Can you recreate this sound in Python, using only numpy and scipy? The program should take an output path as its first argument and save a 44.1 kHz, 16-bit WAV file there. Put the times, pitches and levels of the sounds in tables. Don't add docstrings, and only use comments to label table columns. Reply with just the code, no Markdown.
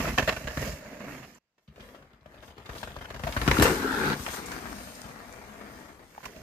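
import sys
import numpy as np
from scipy import signal
from scipy.fft import rfft, irfft
from scipy.io import wavfile
from scipy.ndimage import uniform_filter1d

SR = 44100
rng = np.random.default_rng(int(sys.argv[2]) if len(sys.argv) > 2 else 0)


def generate_wav(sig):
    pcm = np.round(np.clip(np.atleast_2d(sig).T, -1, 1) * 32767).astype(np.int16)
    wavfile.write(sys.argv[1], SR, pcm)


N = 283122
TIME = np.arange(N) / SR

# frequency in Hz, relative dB per Hz.
RUMBLE = [(20, -17), (35, -2.5), (60, 4), (95, -3.5), (140, -8.5), (220, -8.5), (400, -42.5)]
# frequency in Hz, relative dB per Hz.
SPRAY = [(1200, -9), (2900, 0.5), (4200, 0.5), (5100, 2), (5700, 0.5), (6700, 1), (7500, -5), (8600, 1),
         (10200, -1.5), (12500, -3.5), (15000, -11)]
CUT_START_S, CUT_END_S = 1.387, 1.578


def amp(db):
    return 10 ** (np.asarray(db) / 20)


def unit(x):
    return x / np.sqrt(np.mean(x ** 2) + 1e-20)


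def read(points, hz):
    f, value = np.transpose(points)
    return np.interp(np.log(hz + 1), np.log(f + 1), value)


def follow(rows):
    s, *columns = np.transpose(rows)
    return [np.interp(TIME, s, column) for column in columns]


def during(start, end, fade_s=0.0057):
    return np.clip(np.minimum(TIME - start, end - TIME) / fade_s + .5, 0, 1)


def add(mix, s, sound):
    part = mix[:, max(round(s * SR), 0):][:, :sound.shape[-1]]
    part += sound[..., :part.shape[1]]


def colour(x, points, size=4096):
    log_gain = np.log(amp(read(points, abs(np.fft.fftfreq(size, 1 / SR)))))
    spectrum = np.exp(np.conj(signal.hilbert(log_gain)))
    taps = np.fft.ifft(spectrum).real[:size // 2]
    return signal.oaconvolve(x, taps[None] / np.linalg.norm(taps), axes=1)[:, :N]


def wander(hz):
    ratio = np.fft.rfftfreq(N, 1 / SR) / hz
    noise = rfft(rng.standard_normal(N))
    return unit(irfft(noise * ratio / (1 + ratio ** 4), N))


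def resonate(x, hz, width):
    turn = np.exp(2j * np.pi * np.cumsum(hz * np.ones(N)) / SR)
    r = np.exp(-np.pi * width / SR)
    low = signal.lfilter([(1 - r) ** 2], [1, -2 * r, r * r], x / turn)
    return unit((turn * low).real)


def grains(per_s, spread_db, bed):
    size_db = spread_db * np.minimum(rng.exponential(1, N), 3)
    size = amp(size_db) * (rng.random(N) < per_s / SR)
    crumbs = unit(size * rng.choice([-1, 1], (2, N)))
    return unit(crumbs + bed * rng.standard_normal((2, N)))


def rolling():
    # time in seconds, level in dB.
    away = [(0, -36), (.1, -33), (.16, -45.5), (.56, -46.5), (.62, -36), (.8, -46.5), (1.0, -47),
            (1.14, -41.5), (1.27, -50.5), (1.33, -61.5), (1.39, -58.5)]
    approach = [(1.681, -72), (1.73, -64.5), (1.83, -55.5), (2.2, -67), (2.33, -57), (2.58, -60.5),
                (2.73, -49.5), (3.2, -51.5), (3.41, -38), (3.47, -33), (3.62, -30.5), (3.68, -26)]
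    leaving = [(3.68, -27.5), (3.78, -35), (4.1, -31.5), (4.19, -42), (4.7, -42), (4.97, -50.5),
               (5.3, -47.5), (5.55, -50.5), (5.8, -49.5), (6.08, -59.5), (6.22, -56), (6.29, -52.5),
               (6.42, -53)]
    # start in seconds, end in seconds.
    root_spans = [(0, .75), (1.68, 3.45)]
    approach_s = approach[0][0]
    level_db = np.where(TIME < approach_s, follow(away)[0], follow(approach + leaving)[0])
    level_db = level_db - 23.5 * during(CUT_START_S, approach_s)
    return level_db, sum(during(*span) for span in root_spans)


def clods(fade_s=0.028):
    clods_per_s, clod_db = 38, 2
    strikes = np.minimum(rng.exponential(1, N), 2) * (rng.random(N) < clods_per_s / SR)
    swell = signal.lfilter([1], [1, -np.exp(-1 / (fade_s * SR))], strikes)
    return clod_db * (swell - swell.mean())


def tyres():
    # frequency in Hz, relative dB per Hz.
    crunch_spectrum = [(70, -24.5), (150, -1.5), (250, 1), (400, -0.5), (560, -0.5), (750, -4.5),
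                       (1000, -4.5), (1300, -6.5), (1800, -5.5), (2350, -11), (3100, -18.5), (4500, -23.5),
                       (9000, -46.5)]
    # middle in seconds, half length in seconds, level in dB.
    hiss_swells = [(0.02, 0.055, -42.5), (0.25, 0.22, -45), (0.647, 0.11, -42.5), (1.297, 0.1, -60.5),
                   (1.64, .06, -82), (1.874, 0.11, -65), (2.468, 0.046, -62), (2.795, 0.071, -50.5),
                   (3.332, 0.11, -48.5), (3.654, 0.15, -36.5), (4.22, 0.057, -43.5), (4.342, 0.057, -40.5),
                   (4.522, 0.084, -48.5), (4.783, 0.16, -54.5), (4.965, 0.2, -55.5), (6.257, 0.021, -54),
                   (6.338, 0.29, -58)]
    # start in seconds, end in seconds, pitch in Hz, level in dB against the rolling.
    hum_spans = [(0.293, 1.043, 587, -4), (0.987, 1.31, 282, -15), (1.758, 2.05, 535, -3),
                 (3.602, 4.157, 409, -4.5), (4.48, 5.837, 241, -7), (6.268, 6.41, 425, -1),
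                 (6.338, 6.41, 620, 1)]
    rumble_db, rooty_rumble_db, spray_db = -9.5, 6.5, -10.5
    far_db, far_dulling = -54.5, 0.94

    roll_db, rooty = rolling()
    ground = wander(hz=41.7)
    low = colour(rng.standard_normal((2, N)), RUMBLE)
    low = low * amp(roll_db + rumble_db + rooty_rumble_db * rooty)

    mid = colour(grains(per_s=1200, spread_db=0.5, bed=0.83), crunch_spectrum)
    mid = mid * amp(roll_db + 0.93 * ground + clods())

    swells = sum(amp(db) * np.exp(-((TIME - s) / half) ** 2) for s, half, db in hiss_swells)
    spray = amp(roll_db + spray_db - far_dulling * np.maximum(far_db - roll_db, 0))
    high = colour(grains(per_s=1200, spread_db=6.5, bed=2.1), SPRAY)
    high = high * np.hypot(spray, swells) * amp(0.34 * ground)

    tread = rng.standard_normal((2, N))
    hum = np.zeros((2, N))
    for start, end, hz, db in hum_spans:
        hum += resonate(tread, hz, width=142) * amp(db) * during(start, end, fade_s=0.037)
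    return low + mid + high + hum * amp(roll_db + 1.8 * wander(hz=25))


def gravel():
    # start in seconds, end in seconds, grains per second, level in dB against the rolling.
    gravel_spans = [(1.77, 2.6, 150, -10.5), (2.594, 3.348, 160, -13), (3.497, 3.76, 240, -7.5),
                    (4.286, 4.405, 700, 2), (4.4, 5.93, 214, -8)]
    # frequency in Hz, relative dB per Hz.
    pebble_spectrum = [(250, -19), (600, 7.5), (1000, 3), (2000, 3.5), (2800, -23.5), (3600, -15.5),
                       (5000, -9.5), (8000, -21), (14000, -30)]
    crunch = np.zeros((2, N))
    for start, end, per_s, db in gravel_spans:
        grit = grains(per_s=per_s, spread_db=4.5, bed=0.05)
        crunch += grit * amp(db) * during(start, end, fade_s=0.15)
    return colour(crunch, pebble_spectrum) * amp(rolling()[0] + 1.3 * wander(hz=50))


def bright_crackle():
    start_s, end_s, centre_hz, level_db = 2.34, 3, 3250, -8.5
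    crackle = resonate(grains(per_s=120, spread_db=2.5, bed=0.088), centre_hz, width=1100)
    return crackle * amp(rolling()[0] + level_db) * during(start_s, end_s, fade_s=0.064)


def tread_notes():
    # start in seconds, end in seconds, first pitch in Hz, last pitch in Hz, level in dB.
    note_rows = [(0.885, 0.982, 251, 264, -52.5), (1.091, 1.179, 290, 245, -44),
                 (1.044, 1.25, 139.4, 128, -49.5), (3.804, 3.997, 272, 256.2, -32),
                 (4.043, 4.165, 148, 145, -35.5), (4.93, 5.072, 249, 239, -56)]
    waver = 1 + 0.013 * wander(hz=30)
    out = np.zeros((2, N))
    for start, end, first_hz, last_hz, db in note_rows:
        glide_hz = np.interp(TIME, [start, end], [first_hz, last_hz])
        turns = np.cumsum(glide_hz * waver) / SR
        out[0] += amp(db) * np.sin(2 * np.pi * turns) * during(start, end, fade_s=0.04)
    return out * amp(0.53 * wander(hz=40))


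def banked_turn():
    # centre in Hz, width in Hz, relative level in dB.
    carcass = [(272, 124, -0.5), (854, 92, -8.5), (3700, 1800, -9)]
    turn_start_s, turn_end_s, attack_s, release_s = 3.56, 4.138, 0.026, 0.01
    drone_end_db, drone_rise = -30, 30
    scrub_full_db, scrub_full_s, scrub_rise = -30.5, 3.913, 64
    scrub_start_hz, scrub_glide, scrub_width_hz = 1490, 140, 530

    rise = (TIME - turn_start_s) / attack_s
    fall = 1 - (TIME - turn_end_s) / release_s
    lean = np.clip(np.minimum(rise, fall), 0, 1)
    drone_db = drone_end_db - drone_rise * np.maximum(turn_end_s - TIME, 0)
    scrub_db = scrub_full_db - scrub_rise * np.maximum(scrub_full_s - TIME, 0)

    knobs = np.cumsum(135 * (1 + 0.32 * wander(hz=63.2))) / SR
    slips = unit(.5 + np.exp(-(knobs % 1) / 0.19))
    drive = slips * grains(per_s=2700, spread_db=2.0, bed=0.5)
    drone = unit(sum(amp(db) * resonate(drive, hz, width) for hz, width, db in carcass))

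    scrub_hz = scrub_start_hz + scrub_glide * np.clip(TIME - scrub_full_s, 0, .3)
    scrub_hz = scrub_hz * (1 + .05 * wander(hz=46))
    scrub = resonate(resonate(drive, scrub_hz, scrub_width_hz), scrub_hz, scrub_width_hz)
    return (drone * amp(drone_db) + scrub * amp(scrub_db)) * lean


def jolts():
    jolts_per_s, clatter_db, thump_db, spread_db = 11, -2, 9, 0.5
    roll_db, rooty = rolling()
    at = np.flatnonzero(rng.random(N) < rooty * jolts_per_s / SR)
    level_db = roll_db + spread_db * rng.standard_normal(N)
    return [(i / SR, level_db[i] + clatter_db, level_db[i] + thump_db, 0) for i in at]


def ring(modes, t, detune):
    shift = np.exp(detune * rng.standard_normal(len(modes)))
    out = np.zeros(len(t))
    for k, (hz, db, t60) in enumerate(modes):
        out += (-1) ** k * amp(db - 60 * t / t60) * np.sin(2 * np.pi * hz * shift[k] * t)
    return out


def bumps():
    # time in seconds, clatter level in dB before the trims below,
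    # wheel thump level in dB, seconds the chain keeps rattling before it dies away.
    bump_rows = [(.001, -19.5, -41, 0.0037), (0.041, -29, -29, 0.02), (0.075, -22, -32.5, 0.013),
                 (0.139, -31, -39, .002), (.177, -12.5, -27, 0.021), (0.221, -23, -23.5, 0.0097),
                 (0.2749, -14, -31, 0.021), (.323, -22.5, -31.5, .001), (.365, -21, -35, 0.0018),
                 (0.442, -40, -28, 0.00052), (0.471, -22.5, -31, 0.013), (.503, -32.5, -40, 0.011),
                 (0.572, -19, -23, 0.00094), (0.594, -29, -34.5, 0.0013), (0.622, -38, -28, 0.0098),
                 (1.228, -36.5, -52, 0.021), (1.58, -52, -87.5, 0.0026), (1.679, -50.5, -41, 0.0062),
                 (1.758, -39.5, -49, .002), (1.78, -47, -54, 0.0023), (1.796, -44, -44, 0.011),
                 (1.825, -47, -57, .003), (1.887, -40, -63, 0.0035), (1.946, -40, -61, 0.0094),
                 (2.022, -45, -53, .003), (2.132, -45, -51.5, .001), (2.258, -42.5, -47, 0.0031),
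                 (2.343, -44, -58, 0.004), (2.425, -39.5, -52, 0.017), (2.477, -42, -45, 0.0096),
                 (2.502, -40, -48, .001), (2.566, -43, -62, .002), (2.579, -34.5, -44, 0.0027),
                 (2.597, -41, -40, .002), (2.656, -36, -44, 0.009), (2.69, -31.5, -33, 0.01),
                 (2.75, -33.5, -38, 0.012), (2.777, -40, -50, 0.0018), (2.829, -25.5, -34.5, 0.0065),
                 (2.873, -31.5, -37, 0.0053), (2.902, -38, -52, 0.011), (2.963, -30.5, -37, 0.0038),
                 (2.986, -37, -46, .002), (3.009, -32.5, -36, 0.016), (3.041, -34.5, -53, 0.0087),
                 (3.085, -38, -50, .006), (3.102, -29, -38, 0.005), (3.142, -28, -35, 0.0046),
                 (3.16, -33, -37, 0.0053), (3.194, -28, -35, .001), (3.235, -18.5, -26, .002),
                 (3.27, -21.5, -29, 0.0071), (3.287, -31, -33, .002), (3.323, -28, -40, 0.00091),
                 (3.335, -31, -42, .002), (3.364, -19.5, -21.5, 0.013), (3.414, -16, -23, .001),
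                 (3.4769, -7.5, -14, 0.0013), (3.511, -10, -19, 0.00085), (3.541, -17, -26, .001),
                 (3.567, -25, -33, 0.0015), (3.587, -30, -24, .001), (3.596, -13, -15, 0.0013),
                 (3.61, -15.5, -15, 0.003), (3.623, -6.5, -18, 0.0017), (3.655, -9.5, -33, 0.0011),
                 (3.705, -21, -28, .001), (4.194, -43, -32, .001), (4.261, -25, -46, 0.0045),
                 (4.285, -23.5, -37, .002), (4.516, -28.5, -48, .006), (4.643, -37, -54, .004),
                 (4.837, -38, -54, .002), (4.872, -37, -51, .002), (5.041, -36, -36.5, 0.008),
                 (5.363, -49, -56, .003), (6.177, -36.5, -63, 0.00092), (6.229, -37, -47, 0.014),
                 (6.253, -30, -41, 0.0032), (6.279, -41, -50, 0.0036), (6.361, -38, -46, .005)]
    # frequency in Hz, relative dB per Hz.
    clatter_spectrum = [(120, -14), (250, -6.5), (400, 0.5), (600, 2.5), (800, -2.5), (1020, -1.5),
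                        (1250, -2.5), (1750, -0.5), (2200, -9), (2800, -7.5), (3400, -10), (4400, -14),
                        (7000, -22.5), (12000, -39.5)]
    # pitch in Hz, level in dB, seconds to fall by 60 dB.
    wheel_modes = [(47.8, -2, 0.12), (69, 0, 0.12), (124.3, 2, 0.069), (243, 0.5, 0.041)]
    chain_t60_s, tail_t60_s, tail_db = 0.057, 0.19, -16.5
    strike_db, strike_lag_s = 13.5, 0.002
    rattle_db, grit_db = -10.5, -30

    chatter, solid = np.zeros((2, 2, N))
    t = np.arange(SR // 4) / SR
    contacts = grains(per_s=2600, spread_db=1.8, bed=0.39)
    strike = amp(strike_db) * (np.arange(len(t)) == round(strike_lag_s * SR))
    for s, clatter_db, thump_db, rattle_s in bump_rows + jolts():
        burst = np.roll(contacts, -round(s * SR), axis=1)[:, :len(t)]
        after = np.maximum(t - rattle_s, 0)
        fall = amp(-60 * after / chain_t60_s) + amp(tail_db - 60 * after / tail_t60_s)
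        rattle = burst * fall * (1 - np.exp(-t / 0.0014))
        add(chatter, s, amp(clatter_db) * (strike + rattle))
        thump = ring(wheel_modes, t, detune=0.1) * (1 - np.exp(-t / 0.0058))
        add(solid[:1], s, amp(thump_db) * thump)
    chain = amp(rattle_db) * colour(chatter, clatter_spectrum)
    grit = amp(grit_db) * colour(chatter, SPRAY)
    return chain + grit + solid


def dying_tones():
    # time in seconds, pitch in Hz, level in dB.
    tone_rows = [(.001, 260, -18.5), (.046, 607, -22.5), (.054, 1324, -21.5), (.179, 1094, -15),
                 (0.184, 1780, -13.5), (.188, 527, -12), (.196, 278, -17.5), (0.284, 1820, -22),
                 (.571, 305, -24), (1.78, 560, -39), (1.828, 537, -46), (1.946, 550, -35.5),
                 (2.26, 597, -39), (2.342, 565, -41), (2.58, 440, -41), (2.693, 493, -47),
                 (2.831, 930, -29.5), (2.964, 1010, -33), (3.054, 1490, -32.5), (3.269, 680, -23),
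                 (3.286, 640, -25.5), (3.365, 1536, -18), (3.479, 287, -10), (3.513, 2070, -14),
                 (3.569, 1390, -15), (3.589, 266, -9), (3.611, 309, -8.5), (3.614, 105, -9.5),
                 (3.653, 480, -8.5), (3.666, 286, -21), (3.702, 350, -15), (3.715, 332, -15),
                 (4.28, 646, -21), (6.179, 830, -31), (6.2582, 996, -27.5)]
    t60_s = 0.034
    out, t = np.zeros((2, N)), np.arange(SR // 10) / SR
    for s, hz, db in tone_rows:
        mode = np.array([np.sin(2 * np.pi * hz * t), np.cos(2 * np.pi * hz * t)])
        add(out, s, amp(db - 60 * t / t60_s) * mode * (1 - np.exp(-t / 0.00042)))
    return out


def hard_ticks():
    # time in seconds, peak level in dB, lowest Hz, highest Hz, seconds to fall by 60 dB.
    tick_rows = [(0.056, -26, 700, 2560, 0.018), (0.083, -41, 800, 3000, 0.021),
                 (.1835, -10.5, 700, 2940, 0.014), (0.2921, -13, 900, 2840, 0.027),
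                 (0.364, -29, 990, 3200, 0.021), (.442, -36, 900, 2650, .025),
                 (.572, -28, 600, 2950, 0.015), (1.347, -45.5, 6400, 8500, 0.041),
                 (1.677, -53, 2800, 4300, 0.098), (1.805, -42, 2670, 4000, 0.057),
                 (2.209, -60, 2510, 5000, 0.067), (2.336, -64, 3000, 4150, 0.042),
                 (2.577, -50, 3180, 4130, .04), (2.66, -42, 3150, 4270, .05),
                 (2.781, -35.5, 3160, 4840, 0.045), (2.831, -45, 2940, 4640, 0.043),
                 (3.056, -33, 1800, 3000, .02), (3.2365, -28, 1320, 3170, 0.011),
                 (3.324, -28.5, 1500, 4020, 0.032), (3.3758, -21.5, 1100, 2370, 0.02),
                 (3.415, -26, 1000, 3950, 0.026), (3.4773, -18.5, 700, 3930, 0.0056),
                 (3.514, -8.5, 1060, 2690, 0.0073), (3.584, -20, 900, 4000, 0.02),
                 (3.599, -16, 1200, 5000, 0.0045), (3.6224, -12.5, 700, 3470, 0.0037),
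                 (3.6443, -19, 1300, 2300, 0.01), (3.6224, -12.5, 3980, 12300, 0.13),
                 (3.639, -23.5, 4500, 13100, 0.083), (4.263, -24.5, 800, 2700, 0.046),
                 (4.459, -32.5, 5000, 10100, 0.082), (4.517, -35, 4530, 7000, .02),
                 (4.953, -37.5, 4500, 7500, 0.013), (5.017, -30, 4070, 9600, 0.0068),
                 (5.3246, -42.5, 4000, 9000, 0.026), (6.148, -41, 700, 2280, 0.014),
                 (6.16, -45, 900, 1500, 0.033), (6.179, -38, 620, 1100, 0.023),
                 (6.204, -40, 715, 1530, .022), (6.243, -34, 600, 1400, .015),
                 (6.255, -31, 1680, 2960, 0.015), (6.258, -30.5, 780, 1280, 0.016),
                 (6.256, -33, 3800, 7600, 0.029)]
    out, t = np.zeros((2, N)), np.arange(SR // 10) / SR
    for s, db, low_hz, high_hz, t60 in tick_rows:
        band = signal.butter(2, [low_hz, high_hz], "bandpass", fs=SR, output="sos")
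        envelope = amp(-60 * t / t60) * (1 - np.exp(-t / 0.0004))
        tick = signal.sosfilt(band, rng.standard_normal((2, len(t))) * envelope)
        add(out, s, amp(db) * tick / abs(tick).max(axis=1, keepdims=True))
    return out


def trees(x, t60=0.4):
    # time in seconds, level in dB against the direct sound.
    scatter = [(.2, -16), (1.3, -13), (1.8, -4), (3.0, -15), (3.5, -14.5), (4.2, -15), (5.8, -5),
               (6.2, -24)]
    t = np.arange(SR // 2) / SR
    taps = rng.standard_normal((2, len(t))) * (rng.random((2, len(t))) < 2000 / SR)
    taps *= amp(-60 * t / t60) * (1 - np.exp(-t / 0.0027))
    taps /= np.linalg.norm(taps[0])
    return x + signal.oaconvolve(x * amp(follow(scatter)[0]), taps, axes=1)[:, :N]


def breeze():
    start_s, end_s, level_db = 4.6, 6.5, -61
    gusts = amp(level_db + 5.6 * wander(hz=2.3))
    wind = colour(rng.standard_normal((2, N)), RUMBLE)
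    return wind * gusts * during(start_s, end_s, fade_s=0.16)


def forest_air():
    # frequency in Hz, relative dB per Hz.
    air_spectrum = [(20, -12.5), (60, -2), (250, -8.5), (600, -6.5), (2000, -14.5), (5000, -18.5),
                    (15000, -34)]
    return amp(-83.0) * colour(rng.standard_normal((2, N)), air_spectrum)


def place(x, patchy_db=2.5, dip_octaves=0.18):
    # time in seconds, position from 0 (right) to 1 (left).
    bearing = [(1.4, 0.39), (1.7, 0.76), (2.3, 0.91), (2.7, 0.91), (6.08, 1), (6.2, 0.47)]
    # frequency in Hz, correlation.
    same_left = [(100, 0.84), (300, 1), (600, 0.92), (1000, 0.5), (1550, -0.23), (2300, 0.29),
                 (3300, -0.24), (4300, 0.16), (5500, -0.16), (8700, 0.2), (10300, -0.83), (11500, 0.17),
                 (13000, 1)]
    same_right = [(100, 1), (600, 0.87), (1500, 0.34), (2700, 0.22), (3500, -0.41), (4200, 0.093),
                  (6000, -0.33), (13000, 0.64)]
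    # frequency in Hz, dB.
    from_left = [(200, 3.5), (700, 6.5), (1300, 7.5), (1800, 1), (2300, -1), (3300, 2.5), (5500, 5.5),
                 (7500, 8), (9000, 2.5), (15000, -1.5)]
    from_right = [(300, -3.5), (750, -6.5), (1000, -6), (1550, -6), (1800, -11), (2700, -10), (4200, -9.5),
                  (7300, -18), (8500, -1.5), (15000, 5.5)]
    # frequency in Hz, dB.
    right_tone = [(60, 6), (90, -17.5), (135, -1.5), (190, 11), (280, -0.5), (380, -9.5), (560, -0.5),
                  (800, -3), (1300, -3), (1850, 1), (2700, 3), (3400, -5.5), (7500, 1.5), (9000, -18),
                  (13000, -1)]
    # frequency in Hz, phase in radians.
    left_lead = [(60, 0.58), (300, .35), (500, 0.93), (1000, 1.2), (1300, 0.45), (1700, 0)]
    # time in seconds, share.
    lead_share = [(1.4, -0.36), (1.7, 0.0037), (3.4, 0.57), (3.7, -0.26), (4.1, -0.49), (4.4, 1.26),
                  (6.1, 0.9), (6.23, 0.63)]
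    # time in seconds, centre in Hz, change in dB.
    ground_echo = [(1.8, 810, -2.5), (2.6, 360, 0.5), (3.25, 390, -10), (3.5, 623, -12.5),
                   (4.45, 620, -11.5), (4.9, 373, -13), (6, 318, 3.5), (6.35, 784, -3)]

    hz, t, (common, differing) = signal.stft(x, SR, nperseg=512, noverlap=384)
    curves = follow(bearing) + follow(lead_share) + follow(ground_echo)
    left, lead, dip_hz, dip_db = (np.interp(t, TIME, curve) for curve in curves)

    crossed = np.clip((left - .35) / 0.59, 0, 1)
    same = np.outer(read(same_left, hz), crossed) + np.outer(read(same_right, hz), 1 - crossed)
    same = np.clip(same, -.99, .99)
    mid, side = common * np.sqrt((1 + same) / 2), differing * np.sqrt((1 - same) / 2)

    early = np.exp(.5j * np.outer(read(left_lead, hz), lead))
    lean_db = np.outer(read(from_left, hz), left) + np.outer(read(from_right, hz), 1 - left)
    tone_db = np.outer(read(right_tone, hz), 1 - left)
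    octaves = np.log2((hz[:, None] + 1) / dip_hz)
    tone_db += dip_db * np.exp(-(octaves / dip_octaves) ** 2)

    patches = uniform_filter1d(rng.standard_normal(common.shape), size=2, axis=0)
    patches = unit(uniform_filter1d(patches, size=24, axis=1))
    tone_db += patchy_db * patches * (hz / (hz + 500))[:, None]

    left_part = (mid + side) * early * amp(tone_db + lean_db / 2)
    right_part = (mid - side) / early * amp(tone_db - lean_db / 2)
    pair = np.array([left_part, right_part])
    return signal.istft(pair, SR, nperseg=512, noverlap=384)[1][:, :N]


def scene():
    ground = tyres() + gravel() + bright_crackle() + tread_notes() + banked_turn()
    bike = trees(ground + bumps() + dying_tones() + hard_ticks())
    bike = bike * (1 - during(CUT_START_S, CUT_END_S))
    return place(bike + breeze() + forest_air())


def record(dry):
    dry = signal.sosfilt(signal.butter(2, 34, "highpass", fs=SR, output="sos"), dry)
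    dry = .9 * np.tanh(dry / .9)
    lowpass = signal.firwin(511, 15300, window=("kaiser", 9), fs=SR)
    return signal.oaconvolve(dry, lowpass[None], "same")


dry = scene()
out = record(dry)
generate_wav(out)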